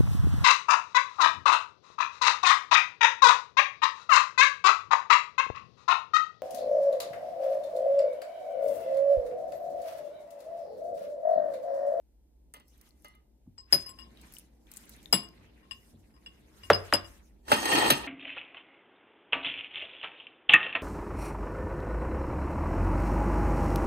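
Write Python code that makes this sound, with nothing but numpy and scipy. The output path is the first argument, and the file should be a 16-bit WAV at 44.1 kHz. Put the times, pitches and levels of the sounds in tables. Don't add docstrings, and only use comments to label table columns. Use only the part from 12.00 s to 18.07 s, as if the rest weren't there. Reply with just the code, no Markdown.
import sys
import numpy as np
from scipy import signal
from scipy.fft import rfft, irfft, next_fast_len
from scipy.io import wavfile
from scipy.ndimage import uniform_filter1d, map_coordinates

SR = 44100
rng = np.random.default_rng(int(sys.argv[2]) if len(sys.argv) > 2 else 0)


def dump(signal):
    limited = np.clip(np.atleast_2d(signal).T, -1, 1)
    pcm = np.round(limited * 32767).astype(np.int16)
    wavfile.write(sys.argv[1], SR, pcm)


N = 267687

# t/s, scrape/dB, hiss/dB
DRAG_LEVELS = [(5.43, -85, -87), (5.486, -47.5, -52), (5.52, -33, -33), (5.6, -36.5, -42),
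               (5.675, -36.5, -39), (5.724, -26, -35), (5.83, -26.5, -37.5), (5.88, -27, -35),
               (5.95, -43, -42.5), (6.07, -45, -60)]
# f/Hz, level/dB
GRIT_SPECTRUM = [(47, -51), (80, -58), (289, 8), (1630, -9.5), (1860, -0.5), (2080, -6), (4420, -8),
                 (4940, -19), (13700, -40.5), (14600, -50), (16000, -99.5)]


def amp(db):
    return 10 ** (np.asarray(db) / 20)


def unit(x):
    return x / np.sqrt(np.mean(x ** 2) + 1e-20)


def along(points, hz):
    f, v = np.transpose(points)
    return np.interp(np.log(hz + 1), np.log(f + 1), v)


def faders(rows):
    times, *columns = np.vstack(rows).T
    return [np.interp(np.arange(N) / SR, times, db, left=-150) for db in columns]


def wobble(rate):
    return map_coordinates(rng.standard_normal(int(N * rate / SR) + 4), [np.arange(N) * rate / SR])


def filtered(x, response):
    size = next_fast_len(x.shape[-1] + 8192)
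    return irfft(rfft(x, size) * response(np.fft.rfftfreq(size, 1 / SR)), size)[..., :x.shape[-1]]


def add(out, s, sound, pan_db=0):
    part = out[:, round(s * SR):][:, :len(sound)]
    part += sound[:part.shape[1]] * amp([[pan_db / 2], [-pan_db / 2]])


def ring(modes, damping, hold_s=0):
    t = np.arange(SR // 4) / SR
    hz, db, t60 = np.transpose(modes)[:, :, None]
    age = t - .45 * np.minimum(t, hold_s)
    level = db + 1.5 * rng.standard_normal(db.shape) - 60 * damping * age / t60
    window = (1 - np.exp(-t / 0.00072)) * np.cos(2 * np.pi * t) ** .5
    return (amp(level) * np.sin(2 * np.pi * hz * t)).sum(0) * window


def grainy(rate, spread_db, share, patchy_db, size=N):
    spikes = (rng.random(size) < rate / SR) * rng.standard_normal(size)
    spikes *= amp(spread_db * rng.exponential(size=size))
    grains = np.sqrt(share) * unit(spikes) + np.sqrt(1 - share) * rng.standard_normal((2, size))
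    spectra = signal.stft(grains, nperseg=256)[2]
    patches = uniform_filter1d(rng.standard_normal(spectra.shape[1:]), size=7, axis=0)
    patches = uniform_filter1d(patches, size=9, axis=1)
    return signal.istft(spectra * amp(patchy_db * unit(patches)), nperseg=256)[1][:, :size]


def room_air():
    # f/Hz, level/dB
    spectrum = [(12, -65.5), (20, -35.5), (43, -6), (65, -4.5), (77, -20.5), (91, -37), (124, -24),
                (151, -28), (230, -22.5), (273, -27.5), (314, -23), (351, -29), (913, -40.5), (1180, -56.5),
                (16500, -57)]
    # f/Hz, correlation
    likeness = [(60, 0.33), (130, 0.9), (290, 0.47), (640, -0.18), (1410, 0.52), (3100, -0.18),
                (6820, -0.64), (15000, 0.9)]
    angle = lambda hz: np.arccos(along(likeness, hz)) / 2
    noise = rng.standard_normal((2, N))
    mid, side = filtered(noise, lambda hz: np.array([np.cos(angle(hz)), np.sin(angle(hz))]))
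    return filtered(np.array([mid + side, mid - side]), lambda hz: amp(along(spectrum, hz)))


def hum_and_murmur():
    # t/s, hum/dB, murmur/dB
    bed_levels = [(0.0, -61, -73.5), (0.93, -61, -67), (1.55, -60, -73), (2.1, -58.5, -58), (2.5, -60, -65),
                  (3.2, -61, -58), (3.7, -62.5, -64.5), (4.55, -59, -63), (5.1, -56.5, -64),
                  (6.07, -52.5, -68.5)]
    hum_db, murmur_db = faders(bed_levels)
    air = room_air()
    bass = lambda hz: 1 / (1 + (hz / 85) ** 8)
    rumble = unit(filtered(air, bass))
    murmur = unit(filtered(air, lambda hz: (1 - bass(hz)) * (hz < 1200)))
    hiss = unit(filtered(air, lambda hz: (hz >= 1200) * (hz < 15200)))
    mains = np.sin(2 * np.pi * np.cumsum(59 + 0.88 * wobble(2.5)) / SR)
    shake = amp(faders(DRAG_LEVELS)[0] - 12)
    murmur *= (amp(murmur_db) + shake) * amp(0.51 * wobble(6.5))
    return amp(hum_db) * (0.64 * rumble + 0.78 * mains) + murmur + amp(-84.5) * hiss


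def walls(x):
    # f/Hz, t60/s
    decay = [(100, .5), (500, .4), (2000, .33), (6000, .2), (14000, .12)]
    hz, t, spectra = signal.stft(rng.standard_normal((2, SR // 2)), SR, nperseg=256)
    tail = signal.istft(spectra * amp(-60 * t / along(decay, hz)[:, None]), SR, nperseg=256)[1]
    delayed = np.pad(x, (130, 0))[None]
    return signal.fftconvolve(delayed, tail / np.linalg.norm(tail[0]), axes=1)[:, :N]


def rustle():
    # t/s, dull/dB, bright/dB
    levels = [(0.5, -95, -88), (0.63, -107, -89.5), (0.7, -88, -67), (0.76, -75, -80), (0.89, -77.5, -70.5),
              (0.97, -84, -80.5), (1.05, -77, -66), (1.15, -71, -87), (1.3, -105, -99), (1.66, -81.5, -104),
              (1.75, -49.5, -44), (1.91, -69.5, -75.5), (2.12, -65.5, -76), (2.24, -62.5, -69.5),
              (2.36, -65, -60.5), (2.5, -79, -82.5), (2.63, -80, -80.5), (2.76, -59.5, -58.5),
              (3.08, -66.5, -71), (3.3, -68, -79), (3.68, -71.5, -81.5), (3.75, -70, -69), (3.93, -74, -73),
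              (4.0, -75.5, -79), (4.5, -71, -77), (4.7, -62, -57.5), (4.95, -54.5, -68), (5.1, -68.5, -67),
              (5.45, -83, -85)]
    # f/Hz, level/dB
    dull_eq = [(400, -30), (900, -1.5), (2000, 0), (4000, -5), (7000, -23.5), (16000, -47.5)]
    bright_eq = [(2500, -44.5), (5000, -5), (8000, -4), (12000, -6), (15500, -11.5), (17000, -31.5)]
    dull_db, bright_db = faders(levels)
    dull = grainy(330, spread_db=-0.5, share=0.095, patchy_db=3.5)
    dull = unit(filtered(dull, lambda hz: amp(along(dull_eq, hz))))
    bright = grainy(770, spread_db=1.0, share=0.075, patchy_db=3.0)
    bright = unit(filtered(bright, lambda hz: amp(along(bright_eq, hz))))
    return amp(dull_db + 2.2 * wobble(15)) * dull + amp(bright_db + 3.0 * wobble(29)) * bright


def food_snaps():
    # t/s, level/dB, f/Hz
    snaps = [(0.5387, -33, 8700), (0.5618, -45, 3130), (0.599, -52, 8340), (0.6814, -50, 13100),
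             (0.7786, -54, 11900), (0.8129, -43, 12600), (0.8902, -52, 9400), (0.9074, -56, 4400),
             (1.0224, -54, 9600), (1.046, -44, 13200), (1.0572, -49.5, 4770), (1.0833, -45.5, 9900),
             (1.1513, -53.5, 10100), (2.1729, -47.5, 3830), (2.2146, -43.5, 7750), (2.3236, -40.5, 12300),
             (2.338, -35, 10800), (2.3494, -40, 11400), (2.3672, -43, 2980), (2.3853, -30, 9200),
             (2.396, -42, 10300), (2.6694, -56, 3420), (2.7157, -38.5, 12400), (2.7382, -36, 7700),
             (2.7628, -37.5, 9900), (2.7702, -32.5, 7600), (2.7754, -35, 8600), (2.855, -47, 10060),
             (2.894, -35, 14400), (2.9378, -48, 3900), (2.9643, -47.5, 9920), (3.03, -45, 7580),
             (3.0579, -41, 3670), (3.2879, -44.5, 5007)]
    rise_cycles, decay_cycles = .5, 5.1
    out, t = np.zeros((2, N)), np.arange(400) / SR
    for s, db, hz in snaps:
        envelope = np.exp(-t * hz / decay_cycles) * (1 - np.exp(-t * hz / rise_cycles))
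        pip = np.sin(2 * np.pi * hz * t) * envelope
        tick = .2 * hz / 10000 * np.diff(rng.standard_normal(401)) * np.exp(-t / 0.0043)
        add(out, s, amp(db) * (pip + tick), pan_db=7.5 + 7 * rng.standard_normal())
    return out


def plate_colour(f):
    # f/Hz, width/Hz, level/dB
    plate_modes = [(283, 120, 1), (873, 170, 6), (1310, 250, -6.5), (1832, 98, 4), (2370, 10.7, -33),
                   (2510, 33, -1), (2782, 33, -2.5), (3165, 50, 1.5), (3930, 17, -10), (4390, 200, -3.5),
                   (4480, 130, -9.5), (5230, 26, -9.5), (6500, 26, -13.5), (7980, 46, -14.5),
                   (8270, 31, -13), (9130, 29, -21.5), (9920, 47, -16), (11020, 62, -23),
                   (11900, 40.7, -21), (13630, 82, -23), (14150, 23, -29.5), (14500, 28, -34)]
    peaks = 0
    for k, (hz, width, db) in enumerate(plate_modes):
        resonance = 1j * f * width / (hz * hz - f * f + 1j * f * width)
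        peaks += (-1) ** k * amp(db - along(GRIT_SPECTRUM, hz)) * resonance
    return .55 + 1.3 * peaks


def plate_taps():
    # t/s, level/dB, damping factor
    landings = [(0.5402, -54, 1.96), (0.8114, -79.5, 0.32), (1.048, -53, 1.38), (1.1514, -63.5, 2.1)]
    # f/Hz, level/dB, t60/s at damping 1
    rim_modes = [(1237, 1.5, 0.2), (1959, -8, 0.58), (2066, -0.5, 0.43), (2895, -4, 0.47),
                 (3570, -11, 0.23), (4270, -21.5, 0.8), (6260, -13, 0.14)]
    out = np.zeros((2, N))
    for s, db, damping in landings:
        add(out, s, amp(db) * ring(rim_modes, damping))
    return out


def plate_drag():
    grit = grainy(600, spread_db=2, share=0.3, patchy_db=1.5, size=SR)
    grit = filtered(grit, lambda hz: amp(along(GRIT_SPECTRUM, hz)) * plate_colour(hz))
    out = np.zeros((2, N))
    scrape_db, hiss_db = faders(DRAG_LEVELS)
    rumble_db = scrape_db - 0.5
    for k, db in enumerate([rumble_db, scrape_db, hiss_db]):
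        crossover = [(700, k == 0), (1900, k == 1), (4300, k == 1), (6500, k == 2)]
        band = filtered(grit, lambda hz: along(crossover, hz))
        out[:, -SR:] += amp(db + 1.2 * wobble(70))[-SR:] * unit(band)
    return out


def spoon_clinks():
    # t/s, level/dB, tilt/dB near 1, 2.8, 7.7 and 11 kHz, damping factor, pan/dB
    clinks = [(1.5801, -47, -14.5, -18, -5.5, -34, 1.2, 8.2),
              (1.7255, -14.5, -27.5, -20, -27, -7.5, 1.4, 11),
              (1.8612, -45.5, -6.5, -8.5, -8, -9, 0.7, 7.5), (1.8914, -49.5, -16, -10, -2.5, -6.5, 3.1, 23),
              (1.9871, -53, -4, 2.5, -8.5, -7.5, 0.87, 11.7), (2.0176, -52.5, -4, -11, -13, -24, 1.5, 9.6),
              (3.1264, -17.5, -25, -12.5, -6.5, -5.5, 1.03, 13),
              (3.23, -55.5, -13, 2.5, -11, -6, 0.98, 15.5), (3.6298, -84, 17.5, 13, -13, -6, 0.95, 14),
              (3.71, -43, -7.5, 11.5, -3, -12.5, 4.1, 11.6), (4.1386, -70, -1, -3, -11, -14, 1.4, 5.3),
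              (4.1636, -68.5, 5, -0.5, -11, -20, 3.4, 14), (4.2613, -49, -9, 12.5, -7, -16.5, 2.4, 2),
              (4.6339, -52.5, -6, 9.5, -7, -29, 2, 7.1), (4.7315, -24.5, -13, -0.5, -17.5, -18.5, 1.7, 5.9),
              (4.936, -16.5, -15.5, -3, -10.5, -9, 4.7, 11.5), (5.0444, -52.5, -14, 3, -19, -10.5, 2, 10)]
    # f/Hz, level/dB, t60/s at damping 1
    bowl_modes = [(1062, -3, .3), (1092, -3, .3), (1850, -6, .05), (2775, -15, .25), (2860, 0, .075),
                  (3390, -11, .08), (4996, -19, .3), (5034, -15, .35), (5044, 0, .07), (7715, 0, .1),
                  (9450, -26, .08), (10815, 0, .12), (11390, -15, .2), (12115, -17, .17), (13180, -21, .12),
                  (14245, 0, .09), (15500, -11, .06)]
    chatter_s, crack_t60, crack_hz = .018, .018, 7100
    out, t = np.zeros((2, N)), np.arange(3000) / SR
    hz, db, t60 = np.transpose(bowl_modes)
    for s, level_db, low, mid, high, top, damping, pan_db in clinks:
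        tilt = [(1075, low), (2800, mid), (5040, 0.0089), (7715, high), (11000, top), (14245, top - 11.5)]
        contact = .034 * rng.standard_normal(len(t)) * np.exp(-(t / chatter_s) ** 4)
        contact[0] = 1
        ceramic = ring(np.transpose([hz, db + along(tilt, hz), t60]), damping, chatter_s)
        add(out, s, amp(level_db) * signal.fftconvolve(ceramic, contact), pan_db)
        crack = filtered(rng.standard_normal(len(t)), lambda f: 1 / (1 + (crack_hz / (f + 1)) ** 8))
        add(out, s, amp(level_db + top + 2 - 60 * t / crack_t60) * crack, pan_db)
    return out


def slab_sweep(t):
    cycles, length_s = 4, 0.015
    age = t + 1 / 2000
    envelope = np.sqrt(length_s / age) * np.exp(-(age / length_s) ** 2)
    return np.sin(2 * np.pi * cycles * np.log(age)) * envelope


def dish_knocks():
    # t/s, level/dB, strongest f/Hz, fall below and above it/(dB per octave), counter boom/dB
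    blows = [(0.538, -55.5, 1500, 6.5, 2.6, -79), (0.565, -65, 1200, 2, 2.5, -75),
             (0.599, -68, 2000, 4, 4.3, -75), (1.045, -52, 896, 10.5, 6.4, -73),
             (1.462, -58.5, 171, 8.5, 14.4, -53.5), (1.577, -70, 1780, 3.5, 4.6, -61.5),
             (1.725, -37.5, 480, 3.5, 0.55, -60.5), (1.739, -43.5, 404, 1, 4.5, -48.5),
             (1.889, -62.5, 2800, 4, 7.1, -57.5), (1.99, -60, 2190, 8, 13, -58),
             (3.127, -33, 2500, 1, 4.5, -50.5), (3.386, -57, 170, 6, 20, -51.5),
             (3.709, -58.5, 1910, 17, 7, -57), (3.931, -62.5, 170, 5, 8, -48.5),
             (4.261, -64, 1900, 6, 9, -65.5), (4.631, -66.5, 4000, 2, 6, -50),
             (4.7004, -13, 864, 9, 7.9, -29), (4.925, -22.5, 1210, 8.5, 8.5, -39.5),
             (4.939, -32, 450, 16, 4, -45.5), (5.48, -41.5, 1090, 7, 5.5, -49.5),
             (5.516, -15.5, 840, 10.5, 6.85, -61), (5.902, -19, 4067, 3, 5.3, -61)]
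    # f/Hz, t60/s
    band_decay = [(170, 0.17), (450, 0.096), (1300, 0.084), (3000, 0.15), (6500, 0.017), (12500, 0.086)]
    # f/Hz, level/dB, t60/s
    counter_modes = [(94, -2.5, 0.45), (584, 3, 0.096)]
    contact_s, crack_db, crack_cycles = 0.0046, 7, 3.7
    lag_cycles = 1.6
    counter, plate, t = np.zeros((2, N)), np.zeros((2, N)), np.arange(SR // 5) / SR
    centres, t60s = np.transpose(band_decay)[:, :, None]
    crossovers = [np.transpose([centres[:, 0], row]) for row in np.eye(len(centres))]
    split = lambda hz: np.array([along(points, hz) for points in crossovers]) * (hz > 105)
    onset = t < contact_s + 1 / centres
    cycles = np.maximum(t * centres - lag_cycles, 0)
    decay_db = -60 * np.maximum(t - contact_s - lag_cycles / centres, 0) / t60s
    envelope = np.minimum(cycles, 1) * amp(decay_db + crack_db * np.exp(-(cycles / crack_cycles) ** 2))
    for s, db, peak_hz, below_db, above_db, boom_db in blows:
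        octaves = np.log2(centres / peak_hz)
        band_db = db - np.where(octaves > 0, above_db, -below_db) * octaves
        burst, out = rng.standard_normal(len(t)), counter
        if 4.69 < s < 4.93:
            burst += 0.47 * slab_sweep(t)
        if not 1.3 < s < 5.4:
            burst, out = filtered(burst, plate_colour), plate
        bands = filtered(burst, split)
        bands /= np.sqrt((bands ** 2 * onset).sum(1) / onset.sum(1))[:, None]
        add(out, s, (bands * amp(band_db) * envelope).sum(0))
        offsets = [[0, boom_db, 0], [0, band_db[1, 0] + 4, 0.0029]]
        add(counter, s, ring(np.add(counter_modes, offsets), damping=1))
    return counter, plate


def scene():
    counter, plate_knocks = dish_knocks()
    close = spoon_clinks() + plate_knocks + plate_drag() + plate_taps() + food_snaps() + rustle()
    lag_s, sides = 0.0004657, np.array([[1], [-1]])
    placed = filtered(close, lambda hz: np.exp(-1j * np.pi * np.minimum(hz * lag_s, 4) * sides))
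    return placed + counter + amp(-13.5) * walls((close + counter).mean(0)) + hum_and_murmur()


def record(dry):
    # f/Hz, side gain/dB
    width = [(100, -7), (600, -1.5), (6000, 1), (8500, -2), (11000, -8.5), (15000, -27.5)]
    mid, side = dry.mean(0), (dry[0] - dry[1]) / 2
    side = filtered(side, lambda hz: amp(along(width, hz)))
    band_limit = lambda hz: 1 / (1 + (hz / 15600) ** 30) * (hz < 16650)
    return filtered(np.array([mid + side, mid - side]), band_limit)


dry = scene()
out = record(dry)
dump(out)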